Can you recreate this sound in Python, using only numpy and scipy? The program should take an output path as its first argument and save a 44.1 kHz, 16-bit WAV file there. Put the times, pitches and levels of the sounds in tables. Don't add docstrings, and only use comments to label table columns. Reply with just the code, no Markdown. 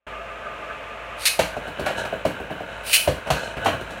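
import sys
import numpy as np
from scipy import signal
from scipy.fft import rfft, irfft
from scipy.io import wavfile
from scipy.ndimage import uniform_filter1d

SR = 44100
rng = np.random.default_rng(int(sys.argv[2]) if len(sys.argv) > 2 else 0)


def wrap_up_sound(samples):
    columns = np.atleast_2d(samples).T
    tamed = np.clip(columns, -1, 1)
    steps = np.round(tamed * 32767).astype(np.int16)
    wavfile.write(sys.argv[1], SR, steps)


N = 176400
T = np.arange(N) / SR
HZ = np.arange(N + 1) * SR / (2 * N) + 1e-3


def undb(db):
    return 10 ** (np.asarray(db) / 20)


def unit(x):
    return x / np.sqrt(np.mean(x ** 2))


def curve(table, column=1):
    return np.interp(T, np.array(table)[:, 0], np.array(table)[:, column])


def colour(x, outline):
    f, db = np.array(outline, float).T
    bass_loss_db = 31 * np.maximum(np.log2(f[0] / HZ), 0)
    gain = unit(undb(np.interp(np.log(HZ), np.log(f), db) - bass_loss_db))
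    cepstrum = irfft(np.log(gain + 1e-6))
    cepstrum[1:N] *= 2
    cepstrum[N + 1:] = 0
    return irfft(rfft(x, 2 * N) * np.exp(rfft(cepstrum)))[:N]


def resonate(x, peaks):
    response = sum((-1) ** k * undb(db) / (1 + 1j * (HZ - f * f / HZ) / width)
                   for k, (f, width, db) in enumerate(peaks))
    return unit(irfft(rfft(x, 2 * N) * response)[:N])


def fade(t, t60):
    return np.exp(-np.log(1000) * t / t60)


def drift(rate_hz):
    return np.interp(T * rate_hz, np.arange(1000), rng.standard_normal(1000))


def add(out, at_s, sound):
    i = int(at_s * SR)
    out[i:i + len(sound)] += sound[:N - i]


def excite(x, response):
    return signal.fftconvolve(x, response / np.sqrt(np.sum(response ** 2)))[:N]


def whirr():
    # f/Hz, level/dB
    spectrum = [(35, -16.5), (60, -18.5), (76, -10.5), (123, -9.5), (210, -17.5), (285, -15.5), (320, -10),
                (376, -28.5), (403, -8), (475, -8), (521, -1.5), (585, -4), (688, -2.5), (810, -13.5),
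                (869, -2), (953, -14.5), (1020, -6.5), (1200, -6.5), (1450, -8.5), (1670, -10.5),
                (2250, -10), (2530, -7.5), (4740, -33.5), (7200, -34.5), (15500, -50.5)]
    # f/Hz, bandwidth/Hz, level/dB
    peaks = [(212, 23, -8), (410, 13, -2), (546, 53, -14.5), (612, 38, -1.5), (678, 18, 2.5),
             (1180.5, 13.7, 3), (1197, 22, 6), (1279, 29, 1), (1542, 24, -1.5), (1694, 13, 0.5),
             (2560, 36, -27)]
    # t/s, relative rush level/dB, resonance level/dB
    levels = [(0, -2, -40), (.35, -1.5, -38), (.7, 0.5, -39), (.95, -1.5, -41), (1.15, 0, -42.5),
              (1.6, -2, -52), (2.7, -3.5, -53.5), (4, -2.5, -46)]
    rush = colour(rng.standard_normal(N), spectrum) * undb(-36 + curve(levels) + .5 * drift(11))
    tones = resonate(rng.standard_normal(N), peaks) * undb(curve(levels, column=2) + 2.5 * drift(45))
    return rush + tones


def hum(hz=54.3, level_db=-49.5, waver_db=3):
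    cycles = np.cumsum(hz * (1 + .014 * drift(6.5))) / SR
    return unit(np.sin(2 * np.pi * cycles)) * undb(level_db + waver_db * drift(6.76))


def ripcords():
    # first tooth t/s, hard pull t/s, cord free t/s, run-up level/dB, pull level/dB, top tooth f/Hz
    pulls = [(1.165, 1.2545, 1.283, -29.5, -12, 700), (2.83, 2.9295, 2.968, -25, -9.5, 620)]
    # f/Hz, level/dB
    launchers = [
        [(700, -27), (1450, -1.5), (2100, 1.5), (2600, 4.5), (3300, -1), (4300, 5), (5300, -2.5), (6700, -4.5),
         (7500, -9.5), (8700, 1), (9800, -1.5), (11000, -3), (15500, -18)],
        [(700, -28), (1500, -4.5), (2100, 1.5), (2550, 11.5), (3100, 6), (3500, 0.5), (4500, 4), (5800, -3.5),
         (7700, -5), (9000, 3.5), (10000, 2), (11000, -4.5), (15500, -4.5)],
    ]
    case_t60_s, coast_t60_s = .014, .026
    scatter_db, run_up_rise_db, swell_db, snap_db = 1.5, 9.5, 3.5, -18
    out, t = 0, T[:SR // 10]
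    for (first, hard, free, run_db, pull_db, top_hz), spectrum in zip(pulls, launchers):
        tooth_hz = top_hz * np.interp(T, [first, hard, free], [.6, .9, 1]) * (1 + .12 * drift(200))
        teeth_passed = np.floor(np.cumsum(np.abs(tooth_hz)) / SR)
        impulses = np.diff(teeth_passed, prepend=0) * undb(scatter_db * rng.standard_normal(N))
        rattle = unit(excite(impulses, fade(t, case_t60_s)) * rng.standard_normal(N))
        run_up_left = np.clip((hard - T) / (hard - first), 0, 1)
        off_middle = np.minimum(np.abs(1 - 2 * (T - hard) / (free - hard)), 1)
        db = np.where(T < hard, run_db - run_up_rise_db * run_up_left ** .89,
                      pull_db - swell_db * off_middle)
        onset = np.clip((T - first) / .041, 0, 1)
        drive = rattle * undb(db) * onset * fade(np.maximum(T - free, 0), coast_t60_s)
        add(drive, hard, undb(snap_db) * rng.standard_normal(len(t)) * fade(t, t60=.018))
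        out = out + colour(drive, spectrum) + wheel(drive)
    return undb(-.5) * room(out, wet_db=-6)


def wheel(drive, coupling_db=-10):
    # f/Hz, level/dB, t60/s
    modes = [(2535, 0, .3), (2740, -6, .2), (3020, -5, .2), (4170, -8, .15), (4586, -6, .2),
             (9015, -13, .12)]
    t = T[:SR]
    response = sum(undb(db) * np.sin(2 * np.pi * f * t) * fade(t, t60) for f, db, t60 in modes)
    return undb(coupling_db) * excite(drive, response)


def room(x, wet_db, t60=.3, build_up_s=.0082):
    t = T[:SR]
    tail = rng.standard_normal(SR) * fade(t, t60) * (1 - np.exp(-(t / build_up_s) ** 2))
    return x + undb(wet_db) * excite(x, tail)


def knocks():
    # t/s, boom level/dB, thud level/dB, note level/dB, note f/Hz, clack level/dB, tick level/dB
    impacts = [(1.391, -25, -22, -1, 562, -11.5, -16.5), (1.566, -39, -33, -17, 620, -40, -47),
               (1.674, -46, -33.5, -28, 660, -50, -44.5), (1.794, -27.5, -25.5, -17.5, 560, -29, -38.5),
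               (1.860, -46, -32, -30, 591, -18.5, -30), (1.902, -54, -33, -17, 564, -25.5, -49),
               (2.05, -52, -34, -26, 630, -27, -38.5), (2.126, -44, -30, -15.5, 583, -35, -63),
               (2.2509, -31, -19.5, -6.5, 574, -21.5, -30.5), (2.4, -38, -31, -27.5, 686, -40, -62),
               (2.503, -52, -29.5, -20.5, 683, -31.5, -67), (2.602, -49, -34.5, -22, 670, -42, -60),
               (3.0746, -20.5, -22.5, -3.5, 578.6, -18, -27), (3.083, -23.5, -24, -5, 537, -34, -31),
               (3.269, -43, -34, -19, 622, -29, -41.5), (3.3024, -19.5, -23, -5.5, 674, -14.5, -20.5),
               (3.567, -33, -33, -24.5, 596, -31, -45), (3.6453, -45, -30, -37, 623, -29, -33),
               (3.658, -43, -20, -4, 717, -13, -26), (3.674, -53, -34, -40, 730, -34, -39),
               (3.742, -30.5, -33.5, -25, 620, -45, -57), (3.808, -43, -32.5, -51, 635, -45, -43.5),
               (3.905, -43, -36.5, -30, 691, -50, -43)]
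    # ratio to the note, level/dB, t60/s
    floor_modes = [(.68, -13, .06), (.92, -6, .11), (1.07, 0, .06), (1.45, -14, .04)]
    # f/Hz, level/dB, t60/s
    boom_modes = [(59, -4.5, 0.37), (79, 1.5, 0.12), (113.5, -2.5, 0.13), (138, -0.5, 0.23)]
    # f/Hz, level/dB
    thud_spectrum = [(35, -17), (60, -15), (100, -5.5), (150, -5), (260, -4.5), (420, -5.5), (700, -19),
                     (1500, -43)]
    clack_spectrum = [(300, -38.5), (600, 12.5), (850, 3.5), (1200, 2.5), (1600, 0), (2100, -1.5),
                      (2900, -1), (3600, -16.5), (4100, -16), (5000, -26), (9000, -53.5)]
    tick_spectrum = [(1800, -12), (3200, 3.5), (4200, 4.5), (5000, -2.5), (6000, -2), (7500, -4.5),
                     (9500, -4), (12000, -9.5), (15500, -18)]
    thud, tones, clack, tick = np.zeros((4, N))
    for at, boom_db, thud_db, note_db, note_hz, clack_db, tick_db in impacts:
        add(thud, at, undb(thud_db) * burst(rise_s=.0021, t60=.18))
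        add(clack, at, undb(clack_db) * burst(rise_s=.0017, t60=.15))
        add(tick, at, undb(tick_db) * burst(rise_s=.0013, t60=.11))
        note_modes = [(note_hz * ratio, db, t60) for ratio, db, t60 in floor_modes]
        add(tones, at, undb(note_db) * ring(note_modes, rise_s=.002))
        add(tones, at, undb(boom_db) * ring(boom_modes, rise_s=.0021))
    shell = colour(thud, thud_spectrum) + colour(clack, clack_spectrum) + colour(tick, tick_spectrum)
    return room(shell + wheel(tick), wet_db=-4) + room(tones, wet_db=-15.5)


def burst(rise_s, t60):
    t = T[:SR // 2]
    return rng.standard_normal(len(t)) * (1 - np.exp(-t / rise_s)) * fade(t, t60)


def ring(modes, rise_s, glide=.19, glide_s=.0043):
    t = T[:SR // 2]
    warped_t = t + glide * glide_s * (1 - np.exp(-t / glide_s))
    sound = 0
    for f, db, t60 in modes:
        hz = f * (1 + .012 * rng.standard_normal())
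        sound += undb(db) * np.sin(2 * np.pi * (hz * warped_t + rng.random())) * fade(t, t60)
    return sound * (1 - np.exp(-t / rise_s))


def rolling():
    # t/s, level/dB, relative grit level/dB
    levels = [(1.42, -46, -24), (1.6, -36, -19), (1.78, -33, -24), (1.9, -30.5, -18), (1.95, -33.5, -19),
              (1.99, -25, -11.5), (2.06, -28.5, -22), (2.15, -36.5, -22), (2.5, -37, -25.5),
              (2.85, -35, -19), (3.15, -38, -22), (3.45, -32.5, -12.5), (3.55, -32, -19.5),
              (3.74, -35.5, -25), (3.87, -38, -18), (4.0, -33, -18.5)]
    # f/Hz, bandwidth/Hz, level/dB
    bowl_peaks = [(102, 33, -5), (219, 47, -5), (417, 180, -5.5), (559, 150, 2), (674, 100, 2.5),
                  (930, 27, -0.5), (1397, 48, 0), (1517, 70, 2), (1660, 60, 1), (2570, 73, -10.5),
                  (2966, 103, -7), (3880, 69, -17.5)]
    # f/Hz, level/dB
    grit_spectrum = [(2500, -15.5), (3700, 7), (4120, 16), (4500, 0.5), (6200, 4), (9000, 0), (15500, -23)]
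    spin_hz, spin_depth, grains_per_s, scatter_db = 77.9, .3, 1800, 2.5
    turns = np.cumsum(spin_hz * (1 + .0785 * drift(6.5))) / SR
    catches = rng.random(N) < grains_per_s / SR
    grains = catches * rng.standard_normal(N) * undb(scatter_db * rng.standard_normal(N))
    grains *= (1 + spin_depth * np.sin(2 * np.pi * turns)) * undb(2.56 * drift(34.99))
    bowl = resonate(grains, bowl_peaks)
    grit = undb(curve(levels, column=2)) * unit(colour(room(grains, wet_db=2.5), grit_spectrum))
    return (bowl + grit) * undb(curve(levels)) * (T > levels[0][0])


def compress(x, threshold_db=-17, ratio=1.6, release_s=.1):
    power = np.maximum(uniform_filter1d(x ** 2, size=256), 1e-12)
    release = T / release_s
    held_rms = np.exp(np.maximum.accumulate(np.log(power) / 2 + release, axis=-1) - release)
    return x * np.minimum(undb(threshold_db) / held_rms, 1) ** (1 - 1 / ratio)


def scene():
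    return (ripcords() + knocks() + rolling() + whirr() + hum())[None]


def record(dry, low_cut_hz=27.4, high_cut_hz=15800, start_s=.066):
    bass_cut = signal.sosfilt(signal.butter(3, low_cut_hz, "high", fs=SR, output="sos"), dry)
    saturated = .9 * np.tanh(compress(bass_cut) / .9)
    opening = np.clip((T - start_s) / .003, .005, 1)
    return signal.sosfilt(signal.ellip(10, .2, 80, high_cut_hz, fs=SR, output="sos"), saturated * opening)


dry = scene()
out = record(dry)
wrap_up_sound(out)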